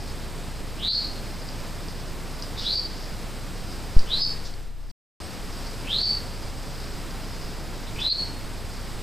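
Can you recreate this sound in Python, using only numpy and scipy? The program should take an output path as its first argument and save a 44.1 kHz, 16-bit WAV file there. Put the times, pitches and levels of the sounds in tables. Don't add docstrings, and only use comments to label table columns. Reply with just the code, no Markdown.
import sys
import numpy as np
from scipy import signal
from scipy.fft import rfft, irfft, next_fast_len
from scipy.io import wavfile

SR = 44100
rng = np.random.default_rng(int(sys.argv[2]) if len(sys.argv) > 2 else 0)


def boost(x):
    u = np.asarray(x, float) / 20
    return 10 ** u


def master(y):
    cut = np.clip(np.atleast_2d(y).T, -1, 1)
    pcm = np.round(cut * 32767)
    wavfile.write(sys.argv[1], SR, pcm.astype(np.int16))


N = 397782


def seconds():
    return np.arange(N) / SR


def rms_one(x):
    return x / np.sqrt(np.mean(x ** 2) + 1e-20)


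def drift(rate_hz, size=N):
    r, run_in = np.exp(-2 * np.pi * rate_hz / SR), int(SR / rate_hz)
    noise = rng.standard_normal(size + run_in)
    return rms_one(signal.lfilter([1], [1, -2 * r, r * r], noise)[run_in:])


def resonate(x, hz, width_hz):
    r = np.exp(-np.pi * width_hz / SR)
    top_gain = (1 - r * r) / 2
    return signal.lfilter([top_gain, 0, -top_gain], [1, -2 * r * np.cos(2 * np.pi * hz / SR), r * r], x)


def coloured(spectrum):
    size = next_fast_len(N)
    points_hz, level_db = np.transpose(spectrum)
    log_hz = np.log(np.fft.rfftfreq(size, 1 / SR) + 1)
    colour = boost(np.interp(log_hz, np.log(points_hz), level_db))
    return rms_one(irfft(rfft(rng.standard_normal(size)) * colour, size)[:N])


# (start [s], depth [dB], recovery [s])
DUCKS = [
    (0.877, -8, 0.108),
    (2.75, -4, 0.049),
    (4.21, -8, 0.0643),
    (6.02, -9, 0.0425),
    (8.079, -12.5, 0.0703),
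]


def gain_db():
    t = np.arange(0, N / SR + 1, 1e-3)
    dips = np.zeros(len(t))
    for s, depth_db, recovery_s in DUCKS:
        attack = np.clip((t - s) / 0.0155, 0, 1)
        dips += depth_db * attack * np.exp(-(np.maximum(t - s, 0) / recovery_s) ** 2)
    return np.interp(seconds(), t, dips)


# (frequency [Hz], level per Hz [dB])
HISS = [(24, -34), (40, -3.5), (46, -15.5), (54, -9), (108, -9), (357, -17.5), (405, -18), (3270, -30.5),
        (4300, -30), (4870, -34), (6090, -36.5), (8210, -34.5), (8850, -38.5), (13900, -43), (15300, -45)]


def background():
    hiss = boost(-37 + 0.455 * drift(4)) * coloured(HISS)
    housing_hz, housing_width_hz = 4900, 1085
    leaves = rng.standard_normal(N)
    for _ in range(2):
        leaves = resonate(leaves, housing_hz, housing_width_hz)
    stir_db = 2.0 * drift(3) + 1.1 * drift(25)
    return hiss + boost(-50 + stir_db) * rms_one(leaves)


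# (multiple of frame rate [1], peak level [dB])
HUM = [(1, -33), (2, -48), (3, -52), (4, -50)]


def supply():
    t = seconds()
    frame_hz, hum_dip_s = 29.987, 0.01302
    hum = -sum(boost(level_db) * np.cos(2 * np.pi * k * frame_hz * (t - hum_dip_s)) for k, level_db in HUM)
    since = (t - np.where(t < 5, .1, .42)) % .5
    sag = -boost(-33) * np.sin(2 * np.pi * 9.0 * since) * np.exp(-since / 0.093)
    pause_start_s, pause_end_s = 4.92, 5.37
    running = np.clip(np.maximum(pause_start_s - t, t - pause_end_s) / 0.024, 0, 1)
    whine = boost(-70.5) * np.sin(2 * np.pi * 11960 * t)
    after = np.maximum(t - 3.9658, 0)
    leak = (33 * np.exp(-33 * after) - 1.5 * np.exp(-1.5 * after)) / 31.5
    thump = -boost(.2) * (1 - np.exp(-after / .0032)) * leak
    return running * (hum * boost(0.77 * gain_db()) + sag) + whine + thump


# (start [s], end [s], pitch [Hz], rms level [dB])
INSECTS = [(0, 2.55, 8460, -68), (3.31, 7.1, 8450, -66.5), (7.852, 9.1, 8450, -65.5), (0, .6, 8110, -69),
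           (2.35, 2.8, 8130, -68), (3.28, 3.92, 8120, -68), (0, 2.75, 8320, -72), (3.1, 7.1, 8320, -72),
           (5.3, 9.1, 7900, -71), (0, .35, 7650, -70), (5.7, 7.2, 7450, -73)]


def insects():
    out = np.zeros(N)
    chirps_per_s, chirp_s = 25.0, .0042
    for start, end, hz, level_db in INSECTS:
        song = slice(int(start * SR), int(end * SR))
        t = seconds()[song]
        on = np.clip(np.minimum(t - start, end - t) / .04, 0, 1)
        beat = ((t - start) * chirps_per_s + .5) % 1 - .5
        chirps = .15 + np.exp(-.5 * (beat / chirps_per_s / chirp_s) ** 2)
        tone = np.sin(2 * np.pi * hz * t + 1.5 * drift(9, size=len(t)))
        out[song] += boost(level_db + 4.5) * on * rms_one(chirps * tone)
    return out


# (time [s], peak level [dB], pitch [Hz])
TICKS = [
    (1.4885, -27, 4790),
    (1.8841, -27.5, 4900),
    (2.4238, -21, 4990),
    (3.9922, -20, 4785),
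    (4.5394, -33, 4600),
    (4.9003, -40, 4880),
    (7.1094, -31, 4920),
    (8.0037, -28, 4920),
]
# (start [s], level [dB], length [s], lowest [Hz], highest [Hz])
RUSTLES = [
    (2.575, -36.5, 0.114, 4150, 5140),
    (2.565, -39, 0.071, 3550, 3950),
    (7.865, -45, 0.028, 3500, 4060),
    (4.445, -40.5, 0.044, 3680, 5940),
    (7.995, -42, 0.029, 4200, 5250),
    (7.98, -34.5, 0.0277, 2484, 2700),
    (4.893, -48.5, .014, 4410, 4970),
    (5.2, -51, 0.058, 8200, 8500),
]


def litter():
    out, t = np.zeros(N), np.arange(SR // 10) / SR
    tick_t60_s = .0072
    for s, peak_db, hz in TICKS:
        ring = np.sin(2 * np.pi * hz * t) + 0.37 * np.sin(2 * np.pi * 1.121 * hz * t)
        decay = boost(peak_db + 5.0 - 60 * t / tick_t60_s)
        out[int(s * SR):][:len(t)] += decay * ring * np.clip(t / 0.00056, 0, 1)
    for s, level_db, length_s, low_hz, high_hz in RUSTLES:
        t = np.arange(int(4 * length_s * SR)) / SR
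        band = signal.butter(2, [low_hz, high_hz], "band", fs=SR, output="sos")
        swell = np.clip(t / 0.011, 0, 1) * np.exp(-(t / length_s) ** 2)
        noise = rms_one(signal.sosfilt(band, rng.standard_normal(len(t))))
        out[int(s * SR):][:len(t)] += boost(level_db) * swell * noise
    return out


# (decay by 60 dB [s], level [dB])
ECHOES = [
    (.2, -2),
    (.55, -7.5),
]


def trunks(x):
    t = np.arange(SR) / SR
    dying = sum(boost(2 * (db - 60 * t / t60)) / t60 for t60, db in ECHOES)
    power = dying * 6 * np.log(10) / SR
    cloud = rng.standard_normal(SR) * np.sqrt(power) * np.clip(t / 0.0035, 0, 1)
    return signal.fftconvolve(x, cloud)[:N]


def raspy(turn, width_hz, rasp):
    rasp, size = np.clip(rasp, 0, 1), len(turn)
    slow, fast = ((drift(hz, size=size) + 1j * drift(hz, size=size)) / np.sqrt(2)
                  for hz in (width_hz, 2.1 * width_hz))
    fast_share = .35 * rasp ** 3
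    wander = np.sqrt(1 - fast_share) * slow + np.sqrt(fast_share) * fast
    return np.real((np.sqrt(1 - rasp) + np.sqrt(rasp) * wander) * np.exp(1j * turn))


# (start [s], lowest [Hz], top [Hz], slide [s], bend [1 straight, 2 rounded])
SLIDES = [
    (.77, 2362, 4341, 0.1925, 2.03),
    (2.6, 2892, 4625, .14, 1.3),
    (4.05, 2388, 4515, .21, 2.6),
    (5.83, 1848, 4562, .2, 1.4),
    (7.95, 2048, 4390, .27, 3.2),
]
# (peak level [dB], swell [s], hold [s], fade [s], fade level [dB])
EFFORTS = [(-23, 0.0807, 0.1456, 0.101, -15.5), (-27.5, 0.071, 0.1104, 0.0815, -16),
           (-24.5, 0.078, 0.1109, .085, -12.5), (-22.5, 0.1022, 0.1755, 0.0903, -14),
           (-22, 0.0877, 0.118, 0.119, -9)]
# (upper in slide [dB], upper on top [dB], lower in slide [dB], lower on top [dB])
BURRS = [(-5.5, -5, -15, -16.5), (-9, -5, -1.5, -12), (-10, 0.5, -8.5, -21.5), (-4.5, -15, -16, -10.5),
         (-7.5, -14, -15.5, -16)]
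# (flutter [Hz], line width [Hz], rasp share [0-1], second upper line [dB], echo [dB])
VOICES = [(390.9, 72, 0.83, -17, 1.5), (300, 110, 0.71, -15, 5), (499.2, 70, 0.85, -33, 3.5),
          (371.5, 100, 0.74, -27, -0.5), (370, 60, 0.55, -26, 0)]


def calls():
    out = np.zeros((2, N))
    for slide, effort, burr, voice in zip(SLIDES, EFFORTS, BURRS, VOICES):
        s, low_hz, top_hz, slide_s, bend = slide
        peak_db, swell_s, hold_s, fade_s, fade_db = effort
        upper_slide_db, upper_top_db, lower_slide_db, lower_top_db = burr
        flutter_hz, width_hz, rasp, second_db, echo_db = voice
        start, t = int(s * SR), np.arange(0, swell_s + hold_s + fade_s, 1 / SR)

        rise = (top_hz - low_hz) * np.clip(1 - t / slide_s, 0, 1) ** bend
        sag = 611 * np.maximum(t - swell_s - hold_s, 0)
        hz = top_hz - rise - sag
        level_db = peak_db + np.interp(t, np.cumsum([0, swell_s, hold_s, fade_s]), [-25, 0, 0, fade_db])

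        settled = np.interp(t, (0.094, 0.213), [0, 1])
        upper_db = upper_slide_db + (upper_top_db - upper_slide_db) * settled
        lower_db = lower_slide_db + (lower_top_db - lower_slide_db) * settled

        turn = 2 * np.pi * np.cumsum(hz) / SR
        flutter = 2 * np.pi * np.cumsum(flutter_hz * (1 + 0.06 * drift(29.8, size=len(t)))) / SR
        hoarse = rasp + (1 - rasp) * (hz.max() - hz) / 1300
        line_levels_db = [lower_db, 0, upper_db, upper_db + second_db]
        lines = sum(boost(db) * raspy(turn + k * flutter, width_hz, hoarse)
                    for k, db in enumerate(line_levels_db, start=-1))
        edges = np.clip(np.minimum((t - t[0]) / 0.0116, (t[-1] - t) / 0.0046), 0, 1)
        call = boost(level_db - 1.5) * edges * lines
        out[:, start:start + len(t)] = call * boost(np.array([[0], [echo_db]]))
    return out


# (time [s], level [dB])
FADE = [
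    (0, 0),
    (4.3, 0),
    (4.45, -3),
    (4.6, -6),
    (4.75, -13.5),
    (4.92, -12.5),
    (5.19, 0.5),
    (9.1, 0),
]


def scene():
    fade_db = np.interp(seconds(), *np.transpose(FADE))
    direct, scattered = calls()
    near = litter()
    echoes = trunks(scattered + boost(-0.5) * near)
    far = echoes + boost(gain_db()) * (background() + insects())
    mono = direct + near + boost(fade_db) * far + supply()
    return np.stack([mono, mono])


def roll_off(x):
    return signal.sosfilt(signal.butter(12, 16350, fs=SR, output="sos"), x)


# (frequency [Hz], level per Hz [dB])
SIDE_NOISE = [(24, -43.5), (40, 8), (73, -0.5), (217, -21), (943, -19), (5250, -20.5), (15300, -25)]
OFFSET = [
    [.007],
    [-.011],
]
# (start [s], end [s])
DROPOUT_S = (4.9146, 5.2016)


def record(dry):
    t = seconds()
    live = (t < DROPOUT_S[0]) | (t > DROPOUT_S[1])
    noisy = dry + boost(-66.5) * coloured(SIDE_NOISE) * [[1], [-1]] + OFFSET
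    top_cut = signal.ellip(10, .3, 70, 15330, fs=SR, output="sos")
    mix = signal.sosfilt(top_cut, noisy * live + 1e-18)
    return roll_off(mix)


dry = scene()
out = record(dry)
master(out)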